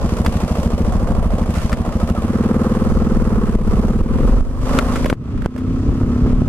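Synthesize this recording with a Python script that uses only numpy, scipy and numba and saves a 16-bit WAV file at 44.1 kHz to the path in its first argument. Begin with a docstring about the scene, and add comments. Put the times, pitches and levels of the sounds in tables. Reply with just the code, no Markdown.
"""A big single-cylinder motorcycle idles, pulls away and speeds up, heard at two ports on the rider's helmet.
Firings ring the exhaust pipe; the intake honks under throttle; the engine clatters as pulsed, filtered noise.
Wind is low noise with gusts. A glove rubs and knocks the helmet and shuts the visor; air thumps the ports.
Short squeaks fall in pitch as the clutch bites. Gain control ducks peaks and soft clipping rounds the rest.
"""
import sys
import numpy as np
from scipy import signal
from scipy.fft import rfft, irfft, next_fast_len
from scipy.io import wavfile
from scipy.ndimage import uniform_filter1d
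from numba import njit

SR = 44100
rng = np.random.default_rng(int(sys.argv[2]) if len(sys.argv) > 2 else 0)


def materialize(psi):
    """Save the field psi as 16-bit PCM at rate SR to the path in sys.argv[1].

    A 1-D psi becomes a single channel; in a 2-D psi each row is a channel.
    """
    bounded = np.clip(np.atleast_2d(psi).T, -1, 1)
    quanta = np.round(bounded * 32767).astype(np.int16)
    wavfile.write(sys.argv[1], SR, quanta)


N = 286071

# All levels in dB are relative within their source unless stated otherwise.
# Engine speed. Each row: time in seconds, firings per second.
SPEED_CURVE = [(0.0, 12.73), (0.56, 13.1), (0.79, 13.91), (1.13, 12.94), (1.7, 12.84), (2.15, 13.41),
               (2.31, 18.96), (2.52, 19.16), (3.05, 20.32), (3.45, 17.95), (3.62, 15.74), (3.89, 18.33),
               (4.2, 21.6), (4.53, 24.4), (4.96, 27.4), (5.39, 30), (5.63, 31.9), (5.96, 33.5),
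               (6.49, 35.9)]
# Throttle. Each row: time in seconds, opening 0-1, pipe pitch factor as the gas heats,
# factor on the pipe's t60, intake level in dB.
THROTTLE_CURVE = [(0, 0, 1, 1, -14), (2.15, 0, 1, 1, -14), (2.35, .95, .97, 1, -9), (3.1, .95, .97, 1, -8),
                  (3.5, .85, .94, 1, -9), (3.8, .9, .93, 1, -10), (4.3, .95, 1.02, 1.6, -3),
                  (4.6, .95, 1.025, 2.4, -3), (6.49, .95, 1.033, 2.4, -4)]
# Engine levels. Each row: time in seconds, exhaust level in dB, clatter level in dB.
ENGINE_LEVELS = [(0, -20.5, -32.5), (0.9, -21.5, -31.5), (1.2, -21, -33), (1.5, -22, -33.5),
                 (1.8, -25, -35), (2.1, -18, -31.5), (2.3, -22.5, -32), (2.5, -19.5, -28),
                 (2.9, -22.5, -29.5), (3.35, -22, -32), (3.6, -22.5, -31.5), (3.8, -21, -30),
                 (4.0, -26.5, -34.5), (4.2, -28.5, -32.5), (4.33, -24, -26), (4.6, -37, -31),
                 (4.8, -25.5, -20), (4.9, -30.5, -24), (5.12, -37, -37.5), (5.4, -32.5, -35),
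                 (5.7, -28, -35.5), (5.9, -28, -31), (6.1, -25.5, -29), (6.33, -23.5, -26),
                 (6.49, -27, -25.5)]
# Treble against the clatter. Each row: time in seconds, level in dB.
TREBLE_LEVELS = [(0, -3.5), (1.2, -5), (2.1, -2.5), (2.4, -7.5), (3.5, -7), (4.2, -5.5), (4.6, -6.5),
                 (5.1, -7.5), (5.7, -4), (6.0, -6), (6.2, -7.5), (6.49, -6)]
# Exhaust modes. Each row: base frequency in Hz, base t60 in seconds, level in dB at shut throttle,
# level in dB at open throttle, polarity.
PIPE_MODES = [(77.4, 0.084, -10, -40, 1), (95, 0.11, -21, -17, 1), (140, 0.16, -9, -18.5, -1),
              (163, 0.019, 3.5, -40, 1), (232.3, 0.11, -8, -40, 1), (244, 0.036, -42, -2, 1),
              (318, 0.06, -41, -18.5, 1)]
# Intake modes. Each row: base frequency in Hz, t60 in seconds, level in dB with visor open, level in dB shut.
INTAKE_MODES = [(382, 0.15, -30, -11), (542, 0.15, 3, -19)]
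# Casing modes struck by gulp and slam. Each row: frequency in Hz, t60 in seconds, level in dB.
CASING_MODES = [(770, 0.095, -15), (1070, 0.17, -19), (1292, 0.058, -4.5)]
# Airbox boom. Each row: time in seconds, level in dB.
BOOM_LEVELS = [(4.25, -30), (4.55, 0), (5.1, 0), (5.2, -30)]
# Valve ticks. Each row: place in the cycle 0-1, level in dB idling, level in dB pulling in the mids,
# level in dB pulling in the treble.
VALVE_TICKS = [(0.09, 6, -10, -10), (.3, -10, -10, 8), (0.504, 7, 10, 5), (.7, 0, -3, -7), (0.904, 1, 4, 3),
               (.98, -3, 7, 4)]
# Clatter spectrum through the helmet. Each row: frequency in Hz, spectral level in dB.
SHELL_SPECTRUM = [(180, 29), (300, -4.5), (410, -3.5), (500, 1.5), (906, -9.5), (1090, -7.5), (1560, -18.5),
                  (2210, -25.5), (3070, -28), (3940, -32), (4720, -31), (9280, -36.5), (12500, -40.5),
                  (14000, -46.5), (15500, -99)]
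# Likeness of the two ports. Each row: frequency in Hz, likeness (clipped to 0-1).
PORT_LIKENESS = [(300, 5), (640, 13), (1400, 0.3), (3000, .5), (7000, 0.38), (15000, -0.5)]
# Balance of the clatter. Each row: frequency in Hz, left minus right in dB.
PORT_LEAN = [(60, 0.5), (110, 10), (200, -2), (380, -0.5), (700, -2.0), (1290, -6.5), (2380, 2), (4400, 1),
             (8120, 4.5), (15000, 1)]
# Helmet shell modes. Each row: frequency in Hz, level in dB, t60 in seconds.
HELMET_MODES = [(605, 2.5, 0.022), (1393, 8.5, 0.0053), (1940, 3, 0.0046), (2630, -4, 0.003),
                (3390, -16.5, 0.0092), (4720, -15, 0.0023)]
# Glove knocks. Each row: start in seconds, level in dB, t60 of the noise in seconds,
# left minus right in dB, hardness in dB per octave.
GLOVE_KNOCKS = [(0.2613, -6, 0.03, -4, 3), (1.4351, -22.5, 0.023, -1.5, 0), (1.553, -21.5, 0.55, -9, 0),
                (1.717, -19.5, 0.068, 6, 0), (1.7275, -9.5, 0.04, 2, 0), (2.098, -17, 0.02, -8, 1.5),
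                (4.692, -21, 0.031, -9, 0), (4.732, -18, 0.044, 3, 0), (4.7874, 6, 0.022, 6, -1.5),
                (4.7925, -3, 0.019, 6, -1.5), (4.9563, -13.5, 0.076, 1, -1.5), (5.043, -13, 0.024, 3, 1.5),
                (5.0555, -12, 0.02, -2, 0), (5.0585, -3, 0.022, -2, 0), (5.067, -20, .02, 0, 0),
                (5.087, -22, 0.021, 3, 1.5), (5.0984, -5, 0.013, -2.5, 0), (5.1018, -11, .025, 5, 1.5),
                (5.127, -9.5, 0.049, 3, 0), (5.375, -31, 0.036, -7, 1.5), (5.419, -25, 0.027, -12, 0),
                (5.4385, -32, .02, 2, 1.5), (5.444, -27, 0.03, -3, 1.5), (5.452, -27, .015, 0, 1.5),
                (5.459, -8, 0.018, -8, 1.5), (5.5614, -21.5, 0.016, -13, 0), (5.5776, -26.5, 0.098, 1, 1.5),
                (6.417, -31, 0.067, -17, 0)]
# Cloth rubs. Each row: start in seconds, length in seconds, level in dB.
CLOTH_RUBS = [(0.034, 0.66, -37), (1.487, 0.23, -34.5), (4.592, 0.32, -37), (4.9, 0.23, -33.5)]
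# Blows of pressure on the ports. Each row: start in seconds, level in dB, time scale in seconds,
# direction (1 push, -1 pull).
PRESSURE_THUMPS = [(0.263, -2, .004, 1), (3.556, 6, 0.0053, 1), (4.011, 2, 0.0081, 1),
                   (4.412, 12, 0.005, -1), (5.048, 1, 0.0013, 1), (5.1276, 13.5, 0.0011, 1),
                   (5.46, 11, 0.001, -1), (5.749, -5, 0.0022, -1), (5.8355, -8, 0.0017, 1),
                   (5.891, -4, 0.0013, -1), (5.8978, 0, 0.0023, 1), (6.011, -3, 0.0013, -1),
                   (6.016, -5, 0.0013, 1), (6.034, 3, 0.0028, 1), (6.079, -5, 0.0024, 1),
                   (6.163, -6, 0.0015, 1), (6.262, 1, 0.0013, -1), (6.331, 3.5, 0.0027, 1),
                   (6.385, 4, 0.0036, 1), (6.4195, 6, 0.0024, 1)]
# Roar of the air stream. Each row: time in seconds, level in dB.
ROAR_LEVELS = [(0, -31), (3, -31), (3.6, -25.5), (4.1, -25), (4.4, -22), (4.7, -24.5), (5.05, -27.5),
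               (5.3, -24.5), (5.7, -23.5), (6.0, -19), (6.49, -14)]
# Strong gusts. Each row: centre in seconds, level in dB, half length in seconds (down to 1/e).
STRONG_GUSTS = [(1.202, -16, 0.32), (3.447, -18, 1), (4.046, -31, 0.072), (4.397, -12, 0.15),
                (4.9, -37, 0.14), (5.39, -22.5, 0.074), (5.906, -24, 0.17), (6.37, -19, 0.15)]
# Squeaks as the clutch bites. Each row: start in seconds, level in dB, start frequency in Hz,
# fall in Hz per second, length in seconds.
CLUTCH_SQUEAKS = [(2.008, -29, 1290, 1500, .025), (2.082, -27, 1270, 100, .02),
                  (2.157, -26, 1360, 4600, .065)]

PORT_LAG_SAMPLES = 4
CYCLE_AT_START = .342
LOAD_SCATTER = .3  # share of the idle scatter left at full throttle
GULP_AT_CYCLE, SLAM_AT_CYCLE = -.478, -.035  # intake gulp, intake valve slam
HONK_FLAT, HONK_SLIDE_S = 0.42, 0.0051  # starts this fraction flat, slides up as the valve closes
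SLAM_HZ, SLAM_T60_S, SLAM_DB = 432, 0.036, 6
BOOM_HZ, BOOM_T60_S = 174, .12
SHAKE_DB = -2  # against the exhaust level curve
TICKS_BLUR_HZ = 23.6  # firings per second where the ticks blur into the rattle
PULL_HOLLOW_DB, SHUT_HOLLOW_DB = -6, -4.0  # 700 Hz band: full throttle, visor shut
VISOR_SHUTS_S = 5.12, 5.14
SHUT_EXHAUST_DB, SHUT_CLATTER_DB, SHUT_TREBLE_DB, SHUT_BUFFET_DB = -5.5, -4.5, -3.5, -22
SHUT_RASP_DB, SHUT_HISS_DB = 1.5, -5.5  # 2.8 kHz and 11.2 kHz bands
BUFFET_DB = 6  # above the roar curve
RUB_FADE_S = 0.024
LIMIT_DB, ATTACK_S, RELEASE_S = -3, .0004, 0.13
TOP_HZ = 15300


def undb(db):
    """Decibels to amplitude."""
    return 10 ** (np.asarray(db) / 20)


def unit(x):
    """Scale to unit RMS."""
    return x / np.sqrt(np.mean(x ** 2))


def curve(s, v):
    """Straight lines between points, at every sample."""
    return np.interp(np.arange(N) / SR, s, v)


def on_log(hz, table):
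    """Table value on a log frequency axis."""
    table_hz, value = np.transpose(table)
    return np.interp(np.log(hz), np.log(table_hz), value)


@njit
def ring(x, pole):
    """A decaying mode struck by x; its pole may move."""
    y, z = np.empty(len(x)), 0j
    for i in range(len(x)):
        z = z * pole[i] + x[i] + 1e-18
        y[i] = z.imag
    return y


def mode(x, hz, t60_s):
    """A resonance of given pitch, falling 60 dB in t60."""
    pole = np.exp(2j * np.pi * hz / SR - np.log(1000) / (t60_s * SR))
    return ring(x, pole * np.ones(len(x)))


def clicks(s, size):
    """Pulses of given size at times s, shared between neighbouring samples."""
    at = np.clip(s * SR, 0, N - 2)
    k = at.astype(int)
    kept = size * (s > 0) * (s * SR < N - 2)
    return np.bincount(k, kept * (1 - at + k), N) + np.bincount(k + 1, kept * (at - k), N)


def walk(rate_hz):
    """Random levels held for 1 / rate and slewed twice; spread near 1."""
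    k = int(SR / rate_hz)
    steps = np.repeat(rng.standard_normal(N // k + 1), k)
    return 1.3 * uniform_filter1d(uniform_filter1d(steps, k), k)[:N]


def ports(x):
    """The right port hears a source a few samples late."""
    return np.array([x, np.roll(x, PORT_LAG_SAMPLES)])


def butter(x, order, hz, kind="low"):
    """Butterworth filter."""
    return signal.sosfilt(signal.butter(order, hz, kind, fs=SR, output="sos"), x)


def cycles():
    """Firing cycles so far at every sample: the integral of engine speed."""
    return CYCLE_AT_START + np.cumsum(curve(*np.transpose(SPEED_CURVE))) / SR


def firings(place=0.):
    """Times at which each cycle passes the given place."""
    count = cycles()
    return np.interp(np.arange(int(count[-1]) + 1) + place, count, np.arange(N) / SR)


def throttle_at(s):
    """Throttle opening at times s."""
    return np.interp(s, *np.transpose(THROTTLE_CURVE)[:2])


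def shut():
    """0 while the visor is open, 1 once it is shut."""
    return curve(VISOR_SHUTS_S, (0, 1))


def gusts():
    """Strength of the gusts: each swells and sinks like a bell."""
    t = np.arange(N) / SR
    return sum(undb(db) * np.exp(-((t - s) / half_s) ** 2) for s, db, half_s in STRONG_GUSTS)


def wind(speed_db):
    """Gusty low buffeting, partly the same on both ports, plus a rougher roar that reaches higher in pitch."""
    mid, side = rng.standard_normal((2, N))
    spread = 0.5 * side * np.array([[1], [-1]])
    low = butter(mid + spread, 2, [14, 55], "band")
    roar = butter(mid + 0.36 * spread, 1, [40, 115], "band")
    roar = butter(roar, 3, 340)
    buffet = np.hypot(undb(speed_db + BUFFET_DB + SHUT_BUFFET_DB * shut()), gusts())
    buffeting = unit(low) * buffet * undb(2.0 * walk(9.3))
    return buffeting + unit(roar) * undb(speed_db + 3.0 * walk(30))


def thumps():
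    """One-sided pushes or pulls of air with a slight rebound."""
    out = np.zeros(N + 4410)
    for s, db, scale_s, sign in PRESSURE_THUMPS:
        k, t = int(s * SR), np.arange(4410) / SR / scale_s
        out[k:k + len(t)] += np.sign(sign) * undb(db) * (t * np.exp(1 - t)) ** 2 * (1 - 0.38 * t)
    return ports(out[:N])


def helmet(grit, hard_db):
    """Shell modes struck by noise; hardness tilts them about 1 kHz."""
    return sum(undb(db + hard_db * np.log2(hz / 1000)) * mode(grit, hz, t60_s)
               for hz, db, t60_s in HELMET_MODES)


def glove():
    """Scratchy knocks: a burst of noise coloured by the shell, with a bright edge."""
    out, t = np.zeros((2, N + 4410)), np.arange(4410) / SR
    for s, db, t60_s, pan_db, hard_db in GLOVE_KNOCKS:
        envelope = np.exp(-np.log(1000) * t / t60_s) * np.minimum(t / 0.0016, 1) ** 2
        grit = rng.standard_normal((2, len(t))) * envelope
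        grit[0] = .7 * grit[1] + .7 * grit[0]  # ports partly alike
        body = np.array([helmet(g, hard_db) for g in grit])
        edge = butter(grit, 2, 8000)
        burst = body / np.abs(body).max() + undb(-13.5 + hard_db) * edge
        k = int(s * SR)
        out[:, k:k + len(t)] += burst * undb(db + np.array([[pan_db], [-pan_db]]) / 2)
    return out[:, :N]


def rubs():
    """Strength of the cloth rubbing: each rub fades in, holds and fades out."""
    t = np.arange(N) / SR
    return sum(undb(db) * np.clip(np.minimum(t - s, s + length_s - t) / RUB_FADE_S, 0, 1)
               for s, length_s, db in CLOTH_RUBS)


def squeaks():
    """Falling whistles that start quickly and fade."""
    out = np.zeros(N)
    for s, db, hz, fall, length_s in CLUTCH_SQUEAKS:
        k, t = int(s * SR), np.arange(int(length_s * SR)) / SR
        envelope = np.sin(np.pi * np.sqrt(t / length_s))
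        out[k:k + len(t)] += undb(db) * envelope * np.sin(2 * np.pi * (hz - fall * t / 2) * t)
    return ports(out)


def valves():
    """Envelopes of the valve gear in mids and treble: uneven ticks that die in milliseconds."""
    ticks = 0
    for place, idle_db, mid_db, top_db in VALVE_TICKS:
        when = firings(place)
        time_scatter, level_scatter = rng.standard_normal((2, len(when)))
        opening = throttle_at(when)
        jittered = when + .001 * time_scatter
        ticks = ticks + np.array([
            clicks(jittered, undb(idle_db + (db - idle_db) * opening + 1.1 * level_scatter))
            for db in (mid_db, top_db)])
    decay = np.exp(-1 / (.005 * SR))
    return signal.lfilter([1], [1, -decay], uniform_filter1d(ticks, 90))


def shell_noise(hz, size):
    """Spectra of noise through the helmet: alike on both ports in the lows, less so in the highs."""
    like = np.clip(on_log(hz, PORT_LIKENESS), 0, 1)
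    one, other = (rfft(rng.standard_normal(size)) for _ in range(2))
    late = np.exp(-2j * np.pi * hz * PORT_LAG_SAMPLES / SR)
    lean = undb(on_log(hz, PORT_LEAN) / 2)
    left = lean * (like * one + np.sqrt(1 - like ** 2) * other)
    return np.array([left, late * one / lean]) * undb(on_log(hz, SHELL_SPECTRUM))


def clatter(clatter_db, treble_db):
    """Engine noise in octave bands, pulsing with cycle and valve ticks; cloth rubs add to the treble."""
    once_a_cycle = np.cos(2 * np.pi * (cycles() - .75))
    ticks = valves() / (1 + (curve(*np.transpose(SPEED_CURVE)) / TICKS_BLUR_HZ) ** 4)
    opening, visor = throttle_at(np.arange(N) / SR), shut()
    size = next_fast_len(N)
    hz = np.maximum(np.arange(size // 2 + 1) * SR / size, 1)
    pair = shell_noise(hz, size)
    low, high, shared = 0, 0, walk(30)
    for centre_hz in 350 * 2. ** np.arange(6):
        window = np.cos(np.pi / 2 * np.clip(np.log2(hz / centre_hz), -1, 1)) ** 2
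        band = irfft(pair * window, size)[:, :N]
        treble = centre_hz > 2000
        flutter_db = 1.42 * once_a_cycle + (.5 if treble else .7) * shared + .8 * walk(12)
        band = band * undb(flutter_db) * (1 + (1.3 if treble else .9) * ticks[int(treble)])
        band = band * undb({2800: SHUT_RASP_DB, 11200: SHUT_HISS_DB}.get(centre_hz, 0) * visor)
        if centre_hz < 400:
            band = band * (1 - .8 * opening)  # the loose idle burble tightens under throttle
        if centre_hz == 700:
            # thins under throttle; the shut visor closes off the hollow of the helmet
            band = band * undb(PULL_HOLLOW_DB * opening + SHUT_HOLLOW_DB * visor)
        if treble:
            high = high + band
        else:
            low = low + band
    rustle = np.hypot(undb(treble_db), rubs())
    return unit(low) * undb(clatter_db + 3.5) + unit(high) * undb(-6.0) * rustle


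def shake(exhaust_db):
    """The crank's once-a-turn shake, two turns a cycle, through the shut helmet."""
    return shut() * undb(exhaust_db + SHAKE_DB) * np.sin(2 * 2 * np.pi * cycles())


def intake(size, opening, scatter, pitch):
    """The gulp honks and slides up in pitch; the valve slam rings a mode of its own; both ring the casing."""
    s, intake_db = np.transpose(THROTTLE_CURVE)[[0, 4]]
    level_db = np.interp(firings(), s, intake_db) + 1.5 * scatter * rng.standard_normal(len(size))
    honk = size * opening * undb(level_db)
    t, gulp_s = np.arange(N) / SR, firings(GULP_AT_CYCLE)
    since_s = np.clip(t - gulp_s[np.searchsorted(gulp_s, t) - 1], 0, None)
    slide = pitch * (1 - HONK_FLAT * np.exp(-since_s / HONK_SLIDE_S))
    gulp, slam = clicks(gulp_s, honk), clicks(firings(SLAM_AT_CYCLE), honk)
    out = undb(SLAM_DB) * mode(slam, SLAM_HZ, SLAM_T60_S)
    for hz, t60_s, open_db, shut_db in INTAKE_MODES:
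        out = out + undb(open_db + (shut_db - open_db) * shut()) * mode(gulp, hz * slide, t60_s)
    for hz, t60_s, db in CASING_MODES:
        out = out + undb(db) * mode(slam + gulp, hz, t60_s)
    return out


def airbox(when, size):
    """Firings boom the airbox."""
    boom = size * undb(np.interp(when, *np.transpose(BOOM_LEVELS)))
    return mode(clicks(when, boom), BOOM_HZ, BOOM_T60_S)


def pipe(when, size, opening, scatter, pitch, linger):
    """A puff per firing rings the pipe, leaves the tailpipe inverted and returns from the silencer."""
    # under throttle the hot gas runs faster down the pipe
    hurry = (.97 / np.interp(when * SR, np.arange(N), pitch)) ** (2 * opening)
    back = when + (.0077 - .0009 * opening) * hurry
    tail = (1.15 + .08 * opening) * undb(.8 * scatter * rng.standard_normal(len(when)))
    rebound, echo = when + .0094 * hurry, 1.7 * opening
    out = 0
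    for hz, t60_s, shut_db, open_db, sign in PIPE_MODES:
        puff = sign * size * (undb(shut_db) * (1 - opening) + undb(open_db) * opening)
        strike = clicks(when, puff) - clicks(back, tail * puff) + clicks(rebound, echo * puff)
        out = out + mode(strike, hz * pitch, t60_s * linger)
    return out


def exhaust(level_db):
    """Each firing, slightly uneven in time and strength, drives pipe, intake and airbox."""
    s, _, pitch, linger, _ = np.transpose(THROTTLE_CURVE)
    pitch, linger = curve(s, pitch), curve(s, linger)
    when = firings()
    opening = throttle_at(when)
    scatter = 1 - (1 - LOAD_SCATTER) * opening
    time_scatter, level_scatter = scatter * rng.standard_normal((2, len(when)))
    when = when - .0079 - .0036 * opening + .0002 * time_scatter
    size = undb(np.interp(when * SR, np.arange(N), level_db) + .9 * level_scatter)
    out = pipe(when, size, opening, scatter, pitch, linger)
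    out = out + intake(size, opening, scatter, pitch) + airbox(when, size)
    soft = np.exp(-1 / (.0006 * SR))  # the valve takes a moment to open
    return ports(undb(16.0) * signal.lfilter([1 - soft], [1, -soft], out))


def scene():
    """Air, glove and engine as the two ports hear them."""
    s, exhaust_db, clatter_db = np.transpose(ENGINE_LEVELS)
    exhaust_db, clatter_db = curve(s, exhaust_db), curve(s, clatter_db)
    treble_db = clatter_db + curve(*np.transpose(TREBLE_LEVELS))
    visor = shut()
    around = wind(curve(*np.transpose(ROAR_LEVELS))) + thumps() + glove() + squeaks()
    engine = clatter(clatter_db + SHUT_CLATTER_DB * visor, treble_db + SHUT_TREBLE_DB * visor)
    engine = engine + shake(exhaust_db) + exhaust(exhaust_db + SHUT_EXHAUST_DB * visor)
    return around + engine


@njit
def duck(peak, top, attack, release):
    """Gain that holds the followed peak at the top: quick down, slow back."""
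    gain, e = np.empty(len(peak)), 0.
    for i in range(len(peak)):
        e += (peak[i] - e) * (attack if peak[i] > e else release)
        gain[i] = top / max(e, top)
    return gain


def record(dry):
    """Gain control on the louder port, soft clipping of what slips through, no steady pressure, steep top cut."""
    louder = np.abs(dry).max(0)
    gain = duck(louder, float(undb(LIMIT_DB)), 1 / (ATTACK_S * SR), 1 / (RELEASE_S * SR))
    wet = butter(np.tanh(dry * gain), 1, 12, "high")
    return signal.sosfilt(signal.ellip(10, .2, 80, TOP_HZ, fs=SR, output="sos"), wet)


dry = scene()
out = record(dry)
materialize(out)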